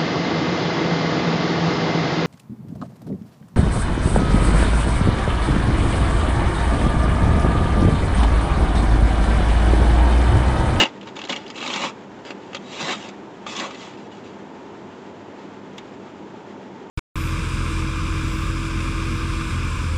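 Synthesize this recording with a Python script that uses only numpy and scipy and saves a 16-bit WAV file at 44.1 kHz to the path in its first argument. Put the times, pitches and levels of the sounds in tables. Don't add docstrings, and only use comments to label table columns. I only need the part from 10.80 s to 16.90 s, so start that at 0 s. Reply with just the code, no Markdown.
import sys
import numpy as np
from scipy import signal
from scipy.fft import rfft, irfft
from scipy.io import wavfile
from scipy.ndimage import uniform_filter1d, minimum_filter1d

SR = 44100
rng = np.random.default_rng(int(sys.argv[2]) if len(sys.argv) > 2 else 0)


def persist_wave(psi):
    counts = np.round(np.clip(psi, -1, 1) * 32767).astype(np.int16)
    wavfile.write(sys.argv[1], SR, np.atleast_2d(counts).T)


N = 269010
TIME, FREQS = np.arange(N) / SR, np.fft.rfftfreq(N, 1 / SR)


def gain_of(db):
    return 10 ** (np.asarray(db) / 20)


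def unit_rms(x):
    return x / np.sqrt(np.mean(x ** 2) + 1e-20)


def curve_at(points, hz):
    point_hz, value = np.transpose(points)
    return np.interp(np.log(hz + 1), np.log(point_hz + 1), value)


def modes_db(modes, hz):
    return sum(db / (1 + (2 * (hz - centre) / width) ** 2) for centre, width, db in modes)


def add(mix, start_s, sound):
    part = mix[max(round(start_s * SR), 0):][:len(sound)]
    part += sound[:len(part)]


def noise(gain):
    return unit_rms(irfft(rfft(rng.standard_normal(N)) * gain, N))


def wavering(hz, width_hz):
    return noise(1 / (1 + ((FREQS - hz) / width_hz) ** 2))


# freq_hz, relative_db
RUMBLE_SPECTRUM = [(20, -59), (36, -51), (60, -22.5), (85, -14.5), (120, -8.5), (180, -4), (260, -0.5),
                   (400, -0.5), (480, -6), (780, -9.5), (900, -5.5), (1100, -14.5), (1500, -25.5),
                   (2500, -66)]
# freq_hz, relative_db
VENT_SPECTRUM = [(500, -47), (1200, 6), (1700, 4.5), (2400, 0), (3300, -2.5), (4200, -9), (5500, -12),
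                 (7400, -13.5), (8400, -32), (10000, -37), (12500, -44), (15000, -87)]
# pitch_hz, width_hz, level_db
HUMS = [(47.8, 2, -71.5), (101.7, 2.1, -61.5), (198.6, 4.7, -49.5)]
def idling(rumble_db=-39, air_db=-50.5, flutter_db=1.0, flutter_hz=12):
    rumble = gain_of(rumble_db) * noise(gain_of(curve_at(RUMBLE_SPECTRUM, FREQS)))
    flutter = gain_of(flutter_db * wavering(0, flutter_hz))
    air = gain_of(air_db) * noise(gain_of(curve_at(VENT_SPECTRUM, FREQS))) * flutter
    hums = sum(gain_of(db) * wavering(hz, width) for hz, width, db in HUMS)
    return rumble + air + hums


# start_s, length_s, level_db, low_mid_db (relative)
JABS = [(0, 0.021, -10.5, 0.5), (0.054, 0.0063, -27.5, 1.5), (0.258, 0.059, -50, 2),
        (0.354, 0.11, -43.5, -3), (0.4935, 0.046, -30, -2), (0.553, 0.035, -37.5, -1.5),
        (0.601, 0.17, -48.5, -5), (1.45, 0.065, -38.5, -2.5), (1.6, 0.28, -52, -17),
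        (3.172, 0.1, -48.5, -19), (3.314, 0.07, -48, -19), (3.438, 0.07, -48, -17)]
# centre_hz, width_hz, gain_db
JAB_SPOT = [(170, 150, -4), (900, 200, 3.5), (1145, 164, -14.5), (1580, 52, 4), (1810, 200, 4),
            (2280, 100, -1), (2450, 130, -6), (2860, 260, 2.5), (4830, 350, 4.5)]
def jabs(attack_s=0.0011, sag_db=5.5, release_s=0.013, powder_db=-53):
    for start, length, db, low_mid_db in JABS:
        span = (TIME > start) & (TIME < start + length + 10 * release_s)
        t = TIME[span] - start
        envelope = np.minimum(t / attack_s, 1) * np.exp(-np.maximum(t - length, 0) / release_s)
        rasp_db = db + 20 * np.log10(envelope) - sag_db * np.minimum(t / length, 1)
        yield span, rasp_db, low_mid_db, powder_db, JAB_SPOT


def cracks(per_s, spread_db):
    size = gain_of(spread_db * np.minimum(rng.exponential(1, N), 4))
    return unit_rms(size * rng.choice([-1., 1.], N) * (rng.random(N) < per_s / SR))


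def pressed(x, low_db, bend_hz=1600):
    low = signal.sosfiltfilt(signal.butter(2, bend_hz, fs=SR, output="sos"), x)
    return x - low + low * gain_of(low_db)


def at_spot(x, modes):
    hz = np.fft.rfftfreq(2 * len(x), 1 / SR)
    return irfft(rfft(x, 2 * len(x)) * gain_of(modes_db(modes, hz)))[:len(x)]


def travelling(x, patchy_db=3.0, frames=12, bins=2):
    spectra = signal.stft(x, nperseg=512, noverlap=384)[2]
    patches = uniform_filter1d(rng.standard_normal(spectra.shape), bins, 0)
    patches = uniform_filter1d(patches, frames, 1)
    gain = unit_rms(gain_of(patchy_db * unit_rms(patches)))
    return signal.istft(spectra * gain, nperseg=512, noverlap=384)[1][:N]


def scraping(passes, trim_db=-3.0, press_db=8.5, fizz_db=14.5, judder_db=1.24, judder_hz=125):
    stick_slip = noise(FREQS / (judder_hz ** 2 + FREQS ** 2) / (1 + FREQS / judder_hz))
    frost = unit_rms(cracks(per_s=11000, spread_db=1.5) * gain_of(judder_db * stick_slip))
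    snaps = gain_of(-10) * cracks(per_s=350, spread_db=2.5)
    crush = unit_rms(frost + snaps)
    force, powder, effort = np.zeros((3, N))
    for span, rasp_db, low_mid_db, powder_db, spot in passes:
        level = gain_of(trim_db + rasp_db)
        rasp = crush[span] * level
        effort[span] += level
        force[span] += at_spot(pressed(rasp, press_db + low_mid_db), spot)
        powder[span] += rasp * gain_of(fizz_db + powder_db)
    return groan(effort) + windshield(travelling(force)) + fizz(powder)


# freq_hz, relative_db
ICE_SPECTRUM = [(40, -68), (110, -19.5), (200, 2), (500, -5), (1100, -1), (1600, 0), (2300, -2.5),
                (3000, 5.5), (3900, -1), (4500, -5), (7500, -11.5), (8400, -35.5), (11000, -44),
                (15500, -81)]
# centre_hz, width_hz, gain_db
GLASS_MODES = [(280, 88, 8), (552.5, 83, 11), (795, 190, 4), (886, 36, 6), (1107, 103, 5.5),
               (1232, 55, 8.5), (1630, 170, -1.5), (2033, 110, 4.5), (2254, 103, 9), (2594, 235, 5),
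               (3065, 42, -21.5), (3200, 840, 0.5), (4830, 220, 2.5), (6160, 700, 2.5), (6900, 240, 6)]
def windshield(x, size=4096):
    hz = np.fft.rfftfreq(size, 1 / SR)
    gain = gain_of(curve_at(ICE_SPECTRUM, hz) + modes_db(GLASS_MODES, hz))
    gain /= np.sqrt(np.mean(gain ** 2 * (hz > 2000)))
    log_gain = np.log(np.r_[gain, gain[-2:0:-1]])
    ring = np.fft.ifft(np.exp(np.conj(signal.hilbert(log_gain)))).real
    return signal.oaconvolve(x, ring[:size // 2])[:N]


# freq_hz, gain_db
POWDER_SPECTRUM = [(4000, -41), (7300, 29), (8400, 13.5), (10000, 0.5), (12500, -6.5), (15500, -4)]
def fizz(x):
    return irfft(rfft(x) * gain_of(curve_at(POWDER_SPECTRUM, FREQS)), N)


# freq_hz, t60_s
CAB_DECAY = [(200, 0.013), (1300, 0.062), (3500, 0.044), (8000, 0.037)]
def cab(x, wet_db, size=8192):
    hz, t, spectra = signal.stft(rng.standard_normal(size), SR, nperseg=128)
    decay = gain_of(-60 * t / curve_at(CAB_DECAY, hz)[:, None])
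    tail = signal.istft(spectra * decay, SR)[1][:size]
    echoes = gain_of(wet_db) * tail / np.linalg.norm(tail)
    echoes[0] += 1
    response = rfft(np.r_[np.zeros(size), echoes])
    response /= np.sqrt(uniform_filter1d(abs(response) ** 2, size=40))
    return signal.oaconvolve(x, irfft(response))[size:size + N]


# start_s, length_s, pitch_hz, slide_hz, level_db, fall_db, waver_hz
SQUEAKS = [(0, 0.029, 2900, -150, -10, 7, 65), (0.03, 0.0083, 2800, -40, -16.5, 2, 40),
           (0.046, 0.022, 2940, -220, -27, 3, 55), (0.522, 0.025, 2860, -30, -32, 7, 60),
           (1.838, 0.14, 3820, 79, -54, -8, 110), (2.665, 0.026, 1227, -17, -30.5, 14, 35),
           (2.674, 0.043, 3530, -120, -38, 9, 130), (2.75, 0.067, 3480, 57, -36, 7, 150)]
def squeaks(rough_db=3, rough_hz=170):
    out = np.zeros(N)
    waver = wavering(0, rough_hz)
    grip = gain_of(rough_db * wavering(0, rough_hz))
    for start, length, hz, slide_hz, db, fall_db, waver_hz in SQUEAKS:
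        span = (TIME >= start) & (TIME < start + length)
        progress = (TIME[span] - start) / length
        pitch_hz = hz + slide_hz * progress + waver_hz * waver[span]
        tone = unit_rms(grip[span] * np.sin(2 * np.pi * np.cumsum(pitch_hz) / SR))
        envelope = gain_of(db - fall_db * progress) * signal.windows.tukey(len(tone), .15)
        add(out, start, tone * envelope)
    return out


def blade(force, hz, q=5.8):
    return signal.lfilter(*signal.iirpeak(hz, q, SR), force)


# start_s, level_db, low_mid_db (relative), ring_hz, decay_s
CHIPS = [(0.0342, -16, 5.5, 2820, 0.0022), (0.087, -41, -12, 3500, 0.0022), (0.212, -41, -10, 3000, 0.0036),
         (0.229, -41.5, 9, 3500, 0.004), (0.272, -37.5, 12, 3550, 0.0058), (0.286, -41, 8, 3000, 0.003),
         (0.365, -29.5, 6, 3600, 0.0022), (0.39, -30.5, 6, 2980, 0.0031), (0.416, -27, 2, 2900, 0.0018),
         (0.4387, -31.5, 9, 4300, 0.003), (0.4508, -28, -2, 4100, 0.0018), (0.4723, -36.5, 8, 3000, .003),
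         (0.4865, -32, -2, 3800, .003), (0.4937, -21.5, 4.5, 3600, 0.008),
         (0.5225, -25.5, -10, 3450, 0.0025), (0.5286, -25, 6, 2850, 0.0028),
         (0.5618, -24, -7, 2960, 0.0032), (0.663, -39, -14, 2960, 0.0038),
         (0.6787, -35.5, -6, 4800, 0.0027), (0.7019, -29.5, 7, 5000, 0.0026),
         (0.780, -28.5, 3, 3340, 0.0034), (0.827, -30, 13, 3300, .0025), (0.862, -22, -1, 3830, 0.0034),
         (0.876, -21.5, -2, 3900, 0.0022), (0.9011, -23, 4, 2600, 0.0022), (0.937, -22, 3, 3960, 0.0042),
         (0.96, -21, 8, 6300, 0.0034), (1.017, -26, 4, 2700, 0.0032), (1.037, -31.5, 22, 2700, 0.0013),
         (1.5055, -29, 11, 2700, 0.0023), (1.731, -36, 15, 2620, 0.0023), (1.7467, -23, 1.5, 3100, 0.0056),
         (1.7674, -32, 9, 3400, 0.0016), (2.009, -28, 8.5, 3200, 0.0035), (2.124, -25, 8.5, 3000, 0.002),
         (2.288, -33, -13, 6840, .003), (2.665, -31, 4, 3500, 0.0046), (2.764, -24.5, -13, 6040, .0035),
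         (2.797, -25.5, -1, 4100, 0.005), (2.9078, -34, 7, 1200, 0.0033), (2.945, -37.5, 0, 3900, 0.0044),
         (3.006, -39, -4, 4200, 0.004)]
def chips(trim_db=-1.5, press_db=-2, rise_s=0.00033, ring_db=3, powder_db=-53):
    t, force = TIME[:SR // 10], np.zeros(N)
    crush = cracks(per_s=22000, spread_db=4.5)
    for start, db, low_mid_db, ring_hz, decay_s in CHIPS:
        burst = (1 - np.exp(-t / rise_s)) * np.exp(-t / decay_s)
        fractures = crush[round(start * SR):][:len(t)]
        grains = unit_rms(fractures * burst) * np.sqrt(np.mean(burst ** 2))
        flake = gain_of(db + trim_db) * grains / burst.max()
        ring = gain_of(ring_db) * blade(flake, ring_hz)
        add(force, start, pressed(flake, low_mid_db + press_db) + ring)
    return windshield(force) + gain_of(powder_db) * fizz(force)


# start_s, pitch_hz, level_db
THUDS = [(0.498, 240, -31.5), (1.039, 265, -29), (2.027, 159, -29), (2.813, 336, -32.5)]
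def thuds(swell_s=0.0082):
    t, out = TIME[:SR // 10], np.zeros(N)
    envelope = t / swell_s * np.exp(1 - t / swell_s)
    for start, hz, db in THUDS:
        add(out, start, gain_of(db) * envelope * np.sin(2 * np.pi * hz * t))
    return out


# time_s, level_db
STROKE_CURVES = [
    [(0.745, -50), (0.763, -35), (0.794, -38.5), (0.805, -32.5), (0.875, -31), (0.92, -28.5), (1.0, -28.5),
     (1.05, -25.5), (1.1, -36), (1.13, -65)],
    [(1.825, -53), (1.85, -51), (1.905, -42), (1.93, -34.5), (1.985, -33.5), (2.016, -24.5), (2.04, -29.5),
     (2.095, -24.5), (2.13, -24.5), (2.163, -37.5), (2.29, -40), (2.32, -52)],
    [(2.655, -64), (2.668, -35), (2.725, -31.5), (2.745, -36.5), (2.768, -30.5), (2.802, -28),
     (2.865, -33.5), (2.895, -43), (2.98, -44), (3.025, -37.5), (3.16, -51)],
]
# centre_hz, width_hz, gain_db
STROKE_SPOTS = [
    [(300, 230, -3), (644, 110, -4), (950, 200, 4.5), (1790, 210, -5), (2580, 220, 2), (3960, 180, 3),
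     (4530, 280, -5)],
    [(260, 160, -2), (704, 140, 5), (2010, 110, 3), (2780, 400, -2.5), (3800, 260, 3.5)],
    [(300, 300, -1), (2000, 72, 1.5), (2770, 500, -3.5), (3450, 300, 2), (4000, 300, -0.5), (6300, 1300, 2)],
]
# peak_s, half_length_s, low_mid_rise_db
PUSHES = [(1.055, 0.063, 2.5), (2.088, 0.057, 0.5), (2.84, 0.08, 4.5)]
def long_strokes(glide_db=-7, powder_db=-51.5):
    low_mid_db = glide_db + sum(db * leaning(peak, half) for peak, half, db in PUSHES)
    for curve, spot in zip(STROKE_CURVES, STROKE_SPOTS):
        times, db = np.transpose(curve)
        span = (TIME >= times[0]) & (TIME <= times[-1])
        yield span, np.interp(TIME[span], times, db), low_mid_db[span], powder_db, spot


def leaning(peak_s, half_s):
    return np.exp(-((TIME - peak_s) / half_s) ** 2)


def groan(effort, pitch_hz=1073, width_hz=53, relative_db=-1):
    weight = sum(leaning(peak, half) for peak, half, _ in PUSHES)
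    return gain_of(relative_db) * wavering(pitch_hz, width_hz) * effort * weight


# start_s, level_db, snap_db (relative)
TAP = (4.981, -28, -20)
# freq_hz, gain_db
SNAP_SPECTRUM = [(4900, -15), (5900, 15), (7300, 26), (8400, 10), (10000, -5), (13000, -5), (14800, 3)]
# centre_hz, width_hz, gain_db
TAP_SPOT = [(2420, 980, 3), (3180, 260, -3.5), (3680, 320, 3), (4700, 1600, -5.5), (5870, 500, 5),
            (7300, 700, 2)]
def tap(decay_s=0.0033, low_db=-6, ring_db=-1, ring_hz=3600, snap_s=0.0011):
    start, db, snap_db = TAP
    t = TIME[:SR // 10]
    force, edge = np.zeros((2, N))
    contact = gain_of(db) * rng.standard_normal(len(t))
    add(force, start, contact * np.exp(-t / decay_s))
    add(edge, start, gain_of(snap_db) * contact * np.exp(-t / snap_s))
    knock = pressed(force, low_db, bend_hz=2400) + gain_of(ring_db) * blade(force, ring_hz)
    snap = irfft(rfft(edge) * gain_of(curve_at(SNAP_SPECTRUM, FREQS)), N)
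    return at_spot(windshield(knock), TAP_SPOT) + snap


def scene():
    rasps = cab(scraping([*jabs(), *long_strokes()]), wet_db=-3.5)
    clicks = cab(chips() + tap(), wet_db=-0.5)
    return (rasps + clicks + squeaks() + thuds() + idling())[None]


def record(dry, ceiling=0.64, hold_samples=90, cutoff_hz=15700):
    needed_gain = np.minimum(ceiling / (abs(dry) + 1e-9), 1)
    smooth_gain = uniform_filter1d(minimum_filter1d(needed_gain, hold_samples), hold_samples)
    lowpass = signal.firwin(511, cutoff_hz, window=("kaiser", 9), fs=SR)
    return signal.oaconvolve(dry * smooth_gain, lowpass[None], "same")


dry = scene()
out = record(dry)
persist_wave(out)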